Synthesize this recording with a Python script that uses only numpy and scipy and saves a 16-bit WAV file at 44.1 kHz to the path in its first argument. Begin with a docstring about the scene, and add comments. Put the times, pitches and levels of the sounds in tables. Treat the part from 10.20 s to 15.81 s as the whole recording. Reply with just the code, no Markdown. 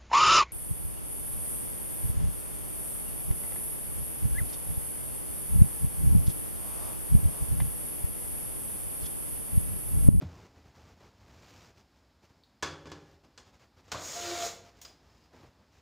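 """Hand-fed bottle labeler

In a small room a labeled bottle thuds onto a cloth-covered table and a jacket sleeve rustles.
The next plastic bottle clacks onto the rollers, ringing the steel frame. The lever comes down,
a geared motor whirs for half a second while a label peels off, and the switch clicks free."""
import sys
import numpy as np
from scipy import signal
from scipy.fft import rfft, irfft
from scipy.io import wavfile

SR = 44100
rng = np.random.default_rng(int(sys.argv[2]) if len(sys.argv) > 2 else 0)


def transcribe(signal):
    """Save signal, clipped to [-1, 1], as a 16-bit WAV file at the path in sys.argv[1]."""
    frames = np.atleast_2d(signal).T
    limited = np.clip(frames, -1, 1)
    pcm = np.round(limited * 32767).astype(np.int16)
    wavfile.write(sys.argv[1], SR, pcm)


N = 247401
T = np.arange(N) / SR
SHOT_T, SHOT_HZ = T[:SR], np.fft.rfftfreq(SR, 1 / SR)  # axes of a one-second one-shot


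def amp(db):
    return 10 ** (np.asarray(db) / 20)


def unit(x):
    return x / np.sqrt(np.mean(x ** 2) + 1e-20)


def curve(points, hz):
    """Breakpoints joined by lines on a log-frequency axis."""
    f, value = np.transpose(points)
    return np.interp(np.log(hz + 1), np.log(f + 1), value)


def eq_gain(points, resonances, hz):
    """Gain of an EQ curve with bell-shaped resonances on top."""
    bells_db = sum(db / (1 + (2 * (hz - f) / width) ** 2) for f, width, db in resonances)
    return amp(curve(points, hz) + bells_db)


def colour(x, points, resonances=()):
    """Equalises x and brings it to rms 1."""
    hz = np.fft.rfftfreq(len(x), 1 / SR)
    return unit(irfft(rfft(x) * eq_gain(points, resonances, hz), len(x)))


def waver(hz):
    """Random modulation of rms 1, up to about hz."""
    lowpass = np.exp(-(np.fft.rfftfreq(N, 1 / SR) / hz) ** 2)
    return unit(irfft(rfft(rng.standard_normal(N)) * lowpass, N))


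def ramp(start, length):
    return np.clip((T - start) / length, 0, 1)


def swell(peak, width):
    return np.exp(-((T - peak) / width) ** 2)


def add(mix, start, sound):
    part = mix[max(round(start * SR), 0):][:len(sound)]
    part += sound[:len(part)]


def ring(modes):
    """One second of damped modes struck together, in alternating polarity."""
    return sum((-1) ** k * amp(db - 60 * SHOT_T / t60) * np.sin(2 * np.pi * hz * SHOT_T)
               for k, (hz, db, t60) in enumerate(modes))


# reverb time of the small room: f/Hz, t60/s
ROOM_DECAY = [(100, 0.54), (400, 0.78), (1000, 0.49), (3000, 0.46), (6500, 0.35), (10000, 0.34),
              (16000, 0.28)]


def reflections(predelay_s=0.0029):
    """Dense room echoes of energy 1, each band dying at its own speed."""
    hz, t, bands = signal.stft(rng.standard_normal(SR), SR, nperseg=256)
    decay = amp(-60 * t / curve(ROOM_DECAY, hz)[:, None])
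    tail = signal.istft(bands * decay, SR, nperseg=256)[1][:SR]
    tail *= np.clip(SHOT_T / predelay_s - 1, 0, 1)
    return tail / np.linalg.norm(tail)


# EQ of the room tone: f/Hz, level/dB
AIR_EQ = [(15, -47), (25, -17), (61, 7), (93, -5), (193, -6.5), (274, -4), (368, -13.5), (871, -12),
          (1110, -16), (2850, -24), (5280, -20.5), (5730, -29.5), (7100, -28.5), (8810, -38),
          (15500, -37.5)]


def room_tone(level_db=-67.5):
    """A steady bed of low rumble and faint hiss."""
    return amp(level_db) * colour(rng.standard_normal(N), AIR_EQ)


# EQ of the fabric's dull flap and of its bright swish: f/Hz, level/dB
FLAP_EQ = [(25, -3), (50, 7.5), (85, 13.5), (150, 2.5), (260, 0.5), (450, -2), (1000, -5), (2000, -15),
           (3500, -23), (8000, -41)]
SWISH_EQ = [(500, -11), (1300, -0.5), (2500, 1), (3500, -2.5), (5000, -0.5), (7000, -4), (9000, -19.5),
            (12000, -20), (15300, -16)]
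# fader ride of the cloth stirring between strokes: t/s, relative level/dB
CLOTH_STIR = [(0, -64.5), (1.0, -70), (1.7, -73), (2.25, -80.5), (3.1, -78), (4.8, -71), (5.6, -73.5)]
# arms reaching, lifting and pulling back: t/s, length/s, relative level/dB, swish offset/dB
SLEEVE_STROKES = [(0.005, 0.26, -60, -10), (0.343, 0.055, -65.5, -14), (0.437, 0.022, -62, -11),
                  (0.533, 0.2, -62.5, -7.5), (0.795, 0.08, -61, -10.5), (1.057, 0.45, -63, -6),
                  (1.205, 0.26, -68, 2.5), (1.552, 0.052, -65.5, -3.5), (1.749, 0.022, -68.5, -7),
                  (2.014, 0.042, -66, -4.5), (2.082, 0.022, -66, -7), (2.492, 0.458, -66, -8),
                  (3.026, 0.02, -63.5, -7), (3.179, 0.031, -65, -7), (3.246, 0.046, -65, -5),
                  (3.32, 0.033, -64.5, -4.5), (3.383, 0.059, -64.5, -5), (3.557, 0.045, -63.5, -7),
                  (3.626, 0.095, -67.5, -4.5), (4.419, 0.076, -63.5, -3), (4.541, 0.068, -71.5, 1.5),
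                  (4.68, 0.037, -65.5, -11), (4.882, 0.18, -72.5, -2.5), (5.114, 0.16, -61.5, -10.5),
                  (5.37, 0.076, -70, -13), (5.515, 0.077, -70, -2.5)]


def sleeve(flap_db=4, swish_db=2, grain_db=2, stir_waver_db=2.5, stir_swish_db=-8,
           rise_s=0.024, fall_s=0.022, arch_db=0.5):
    """Fabric slides over itself: a flap and a swish of fine slips follow the speed of the arm."""
    flap = colour(rng.standard_normal(N), FLAP_EQ)
    swish = colour(rng.standard_normal(N) * amp(grain_db * waver(hz=490)), SWISH_EQ)
    stir = amp(np.interp(T, *np.transpose(CLOTH_STIR)) + stir_waver_db * waver(hz=9))
    flap_power = stir ** 2
    swish_power = (stir * amp(stir_swish_db)) ** 2
    for start, length, db, treble_db in SLEEVE_STROKES:
        arch = np.sin(np.pi * ramp(start, length + fall_s)) - 0.5  # fastest midway
        release = np.exp(-np.maximum(T - start - length, 0) / fall_s)
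        speed = amp(db + arch_db * arch) * ramp(start, rise_s) * release
        flap_power += speed ** 2
        swish_power += (speed * amp(treble_db)) ** 2
    return amp(flap_db) * np.sqrt(flap_power) * flap + amp(swish_db) * np.sqrt(swish_power) * swish


# soft touches of hand, cuff and bottle base: t/s, level/dB, EQ at 4 kHz/dB, t60/s
SOFT_TOUCHES = [(0.0122, -48, -14, 0.12), (0.022, -45, -17, 0.13), (0.807, -58, -15, 0.12),
                (5.139, -56.5, -31, 0.11), (5.232, -53.5, -22, 0.11)]


def bumps():
    """Padded contacts ring nothing: each is a dull puff."""
    out = np.zeros(N)
    for start, db, bright_db, t60 in SOFT_TOUCHES:
        puff_eq = [(40, -9), (120, -2), (500, 5.5), (1300, -9), (4000, bright_db), (10000, -37)]
        puff = colour(rng.standard_normal(SR), puff_eq)
        add(out, start, puff * amp(db - 60 * SHOT_T / t60))
    return out


# bottle base meeting the padded table: t/s, level/dB, f/Hz, t60/s
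TABLE_THUDS = [(0.0193, -31, 281, 0.055), (0.0244, -31.5, 150.2, 0.15), (0.041, -27, 160, 0.039),
               (0.052, -30, 89, 0.14)]


def table_thuds(attack_s=0.00082):
    """The cloth leaves only a few low, quickly damped swings of the table top."""
    out = np.zeros(N)
    attack = 1 - np.exp(-SHOT_T / attack_s)
    for start, db, hz, t60 in TABLE_THUDS:
        add(out, start, ring([(hz, db, t60)]) * attack)
    return out


# EQ of a bright tick: f/Hz, level/dB
TICK_EQ = [(1500, -11.5), (3200, -6.5), (4800, -8), (6000, -3), (7200, -5), (10500, -16), (13000, -16),
           (14300, -13), (15300, -3)]
# switch and small parts: t/s, level/dB, ring f/Hz, ring width/Hz, ring t60/s, tick offset/dB
PART_CLICKS = [(2.2352, -56, 4100, 1100, 0.033, -18), (4.615, -54, 6630, 501, 0.06, 10),
               (4.650, -45.5, 5000, 380, 0.06, -24), (4.898, -74, 5100, 220, 0.23, -10),
               (4.968, -70.5, 5000, 220, 0.13, -10), (5.04, -69, 5000, 220, .15, -12)]


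def clicks(tick_t60=0.13):
    """Small parts tick and leave a cluster of close modes ringing."""
    out = np.zeros(N)
    for start, db, ring_hz, width, t60, tick_db in PART_CLICKS:
        band = 1 / (1 + (2 * (SHOT_HZ - ring_hz) / width) ** 4)
        cluster = unit(irfft(rfft(rng.standard_normal(SR)) * band, SR)) * amp(-60 * SHOT_T / t60)
        tick = colour(rng.standard_normal(SR), TICK_EQ) * amp(tick_db - 60 * SHOT_T / tick_t60)
        add(out, start, amp(db) * (cluster + tick))
    return out


# modes that ring with each hit, those of the steel frame and rollers plus the long bottle rings near 1.7 and
# 3.4 kHz: f/Hz, relative level/dB, t60/s
FRAME_MODES = [(86.3, -8.5, 0.54), (149.8, -12, 0.79), (163, -14, 0.7), (297.6, -11, 0.76), (350, -10.5, 1),
               (402.4, -16.5, 1), (440, -15, 0.2), (562, -14, 0.99), (561, -9, 0.39), (700, -30, 0.4),
               (798, -20, 0.8), (959, -9.5, 0.18), (1108, -10, 0.14), (1066, -11, 0.16), (1390, -15, 0.17),
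               (1516, -9, 0.23), (1705, -11.5, 0.42), (2165, -12, 0.15), (3090, -28, 0.19),
               (3400, -9.5, 0.42), (4300, -17, 0.15)]


def knocks(hits, eq, resonances, wet_db):
    """Each hit is a dense clatter, its echoes and the frame's ring, coloured by contact hardness."""
    out = np.zeros(N)
    body = unit(eq_gain(eq, resonances, SHOT_HZ))
    fade_out = np.minimum(2 - 2 * SHOT_T, 1) ** 2
    for start, db, bass_db, treble_db, fizz_db, t60, ring_db in hits:
        contact = [(300, bass_db), (1100, 0.0041), (5500, treble_db), (12000, fizz_db)]
        rattle = rng.standard_normal(SR) * amp(-60 * SHOT_T / t60)
        echoes = amp(wet_db) * np.linalg.norm(rattle) * reflections()
        clatter = irfft(rfft(rattle + echoes) * body * amp(curve(contact, SHOT_HZ)), SR)
        frame = ring([(f, level + curve(contact, f), decay) for f, level, decay in FRAME_MODES])
        add(out, start, amp(db) * (clatter + amp(ring_db) * frame) * fade_out)
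    return out


# EQ of the bottle's clack: f/Hz, level/dB
BOTTLE_EQ = [(40, -22), (90, -3), (210, -6), (480, 1), (700, -5.5), (1030, 0.5), (1600, -3), (2000, -8),
             (2400, -7), (3000, -10), (5500, -10.5), (7000, -10), (9000, -22), (11500, -30.5), (16000, -32)]
# resonances of its shell against the rollers: f/Hz, width/Hz, gain/dB
SHELL_PEAKS = [(1110, 59, 4), (1370, 50, 3), (1510, 55, 3.5), (1692, 57, 8.5), (2330, 68, 4), (2870, 83, 6),
               (3400, 180, 9.5), (4260, 110, 6.5), (4760, 150, 8), (5140, 110, 5), (5270, 59, 6),
               (6130, 140, 7), (6880, 80, 7), (7730, 60, 6)]
# bottle hits: t/s, level/dB, bass/dB, treble/dB, fizz/dB, clatter t60/s, frame ring/dB
BOTTLE_HITS = [(2.4251, -34, -12, 4.5, 4, 0.079, -6.5), (2.4293, -24.5, -2.5, -3, -9, 0.041, -11),
               (2.4435, -44, 2, 7, -17, 0.15, -25), (2.477, -47, 11.5, 0, -5, 0.022, -7.5),
               (2.656, -48.5, 8.5, -2.5, -10, 0.1, -8), (2.670, -51, 12.5, 3, -4, .04, -6),
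               (2.700, -53, 7, -1, 2, .025, -2), (2.7175, -41.5, 7, 0, -10, 0.063, -12.5),
               (3.044, -62, 12, -7, -9, 0.067, -31), (3.1765, -50.5, 3.5, 6, 2.5, 0.075, -26)]


def bottle():
    """The plastic bottle lands on the rollers and settles."""
    return knocks(BOTTLE_HITS, BOTTLE_EQ, SHELL_PEAKS, wet_db=-3)


# EQ of the lever's clunk: f/Hz, level/dB
LEVER_EQ = [(40, -5), (90, 0.5), (210, -9), (400, -6.5), (520, -2.5), (680, 3.5), (880, -2.5), (1160, 4.5),
            (1900, -4.5), (4600, -6), (7200, -6.5), (9500, -25), (16000, -27)]
# lever hits: t/s, level/dB, bass/dB, treble/dB, fizz/dB, clatter t60/s, frame ring/dB
LEVER_HITS = [(3.680, -61, 12, 2, -4, 0.13, -25), (3.7178, -33, -2, 6.5, 2.5, 0.044, -14.5),
              (3.7222, -31.5, 0, -11, 1, 0.061, -18.5), (3.746, -31.5, 4, -28, -14, 0.078, -20),
              (4.6495, -52, 6.5, 8.5, 1, 0.076, -12)]


def lever():
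    """The pressure lever closes, presses home and lifts."""
    return knocks(LEVER_HITS, LEVER_EQ, [], wet_db=-2)


def running(start, rise, t60, motor_off_s=4.266):
    """Fades in, holds while the motor is on, then dies away."""
    return ramp(start, rise) * amp(-60 * np.maximum(T - motor_off_s, 0) / t60)


def tooth_pulse(shaft_hz=79, jitter=0.004, depth=0.13):
    """Meshing teeth make a fast tremolo in step with the shaft."""
    angle = 2 * np.pi * np.cumsum(shaft_hz * (1 + jitter * waver(hz=8.6))) / SR
    return 1 + depth * sum(np.cos(k * angle) for k in (1, 3, 6)) / 2


# resonances of gearbox and side plates, shared by peel and gears: f/Hz, width/Hz, gain/dB
HOUSING_PEAKS = [(460, 33, 5), (528, 35, 3), (1195, 50, 5), (1760, 56, -3), (2305, 49, 3), (2910, 130, -1),
                 (3500, 130, 1), (3900, 65, 4), (4350, 50, 3.5), (4760, 69, 5.5), (6200, 55, -1),
                 (6680, 200, 5), (7260, 45, 5)]
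# EQ of the glue's crackle: f/Hz, level/dB
PEEL_EQ = [(900, -8.5), (2500, -15.5), (4200, -13), (5200, -2.5), (6000, -2), (6650, -0.5), (7400, -2.5),
           (8000, -9), (9800, -18.5), (12500, -20), (15300, -16)]


def label_peel(teeth, wrap, tug, level_db=-42, ease_db=2, tug_db=5, grain_db=1.3):
    """Glue crackles off the liner, eases as the label wraps and comes free with a last tug."""
    crackle = rng.standard_normal(N) * teeth * amp(grain_db * waver(hz=1500))
    level = running(start=3.755, rise=0.12, t60=0.31) * amp(level_db - ease_db * wrap + tug_db * tug)
    return level * colour(crackle, PEEL_EQ, HOUSING_PEAKS)


def motor_whine(angle, tug, hum_db=-42.5, octave_db=-43, octave_start_s=3.945, growth_db_per_s=14,
                dip_db=3, tug_db=3, flutter_db=1.6):
    """The octave grows as the bottle rolls; mid-wrap it dips while the fundamental swells once."""
    hum = swell(peak=4.1, width=0.065)
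    ride_db = growth_db_per_s * (T - octave_start_s) - dip_db * hum + tug_db * tug
    octave = running(octave_start_s, rise=0.029, t60=0.14) * amp(octave_db + ride_db)
    tone = amp(hum_db) * hum * np.sin(angle) + octave * np.sin(2 * angle)
    return np.sqrt(2) * tone * amp(flutter_db * waver(hz=25))


# EQ of the gear rattle: f/Hz, level/dB
GEAR_EQ = [(40, -15), (90, 6), (200, -19), (330, -2), (520, 4.5), (950, -3), (1350, 1), (2000, -0.5),
           (2900, -1.5), (3600, 1), (5000, -3), (7000, -11), (9000, -19.5), (15500, -21)]
# motor overtones: harmonic number, level against the rattle/dB
MOTOR_OVERTONES = [(4, -15), (8, -24), (10, -17), (11, -20), (12, -13), (14, -17), (19, -16)]


def gears(teeth, angle, wrap, idle_db=-52.5, loaded_db=-42, grain_db=2, flutter_db=3):
    """Gear teeth rattle under the motor's overtones, louder as the wrapping label loads them."""
    load = running(start=3.711, rise=0.008, t60=0.28) * amp(idle_db + (loaded_db - idle_db) * wrap)
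    rattle = rng.standard_normal(N) * teeth * amp(grain_db * waver(hz=780))
    overtones = sum(amp(db + flutter_db * waver(hz=12)) * np.sin(round(k) * angle)
                    for k, db in MOTOR_OVERTONES)
    return load * (colour(rattle, GEAR_EQ, HOUSING_PEAKS) + overtones)


def drive(free_hz=352.3, loaded_hz=347, jitter=0.004):
    """The motor winds the label on, its pitch sagging under load. Returns whir and whine stems."""
    wrap = ramp(start=3.83, length=0.26)
    tug = swell(peak=4.252, width=0.053)
    teeth = tooth_pulse()
    pitch_hz = (free_hz + (loaded_hz - free_hz) * wrap) * (1 + jitter * waver(hz=28.7))
    angle = 2 * np.pi * np.cumsum(pitch_hz) / SR
    whir = label_peel(teeth, wrap, tug) + gears(teeth, angle, wrap)
    return whir, motor_whine(angle, tug)


def scene(click_wet_db=-5, whir_wet_db=-6, whine_wet_db=-13, thud_wet_db=-14):
    """A mono mix in one room; bottle and lever bring their own echoes and skip the reverb send."""
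    hits = bottle() + lever()
    ticks, thuds = clicks(), table_thuds()
    whir, whine = drive()
    send = (amp(thud_wet_db) * thuds + amp(click_wet_db) * ticks
            + amp(whir_wet_db) * whir + amp(whine_wet_db) * whine)
    reverb = signal.fftconvolve(send, reflections())[:N]
    mono = room_tone() + reverb + sleeve() + bumps() + thuds + ticks + hits + whir + whine
    return np.array([mono, mono])


def record(dry, low_cut_hz=50, high_cut_hz=15600):
    """A low cut and a steep high cut on the master."""
    low_cut = signal.butter(3, low_cut_hz, "highpass", fs=SR, output="sos")
    high_cut = signal.firwin(511, high_cut_hz, window=("kaiser", 9), fs=SR)
    return signal.oaconvolve(signal.sosfilt(low_cut, dry), high_cut[None], "same")


dry = scene()
out = record(dry)
transcribe(out)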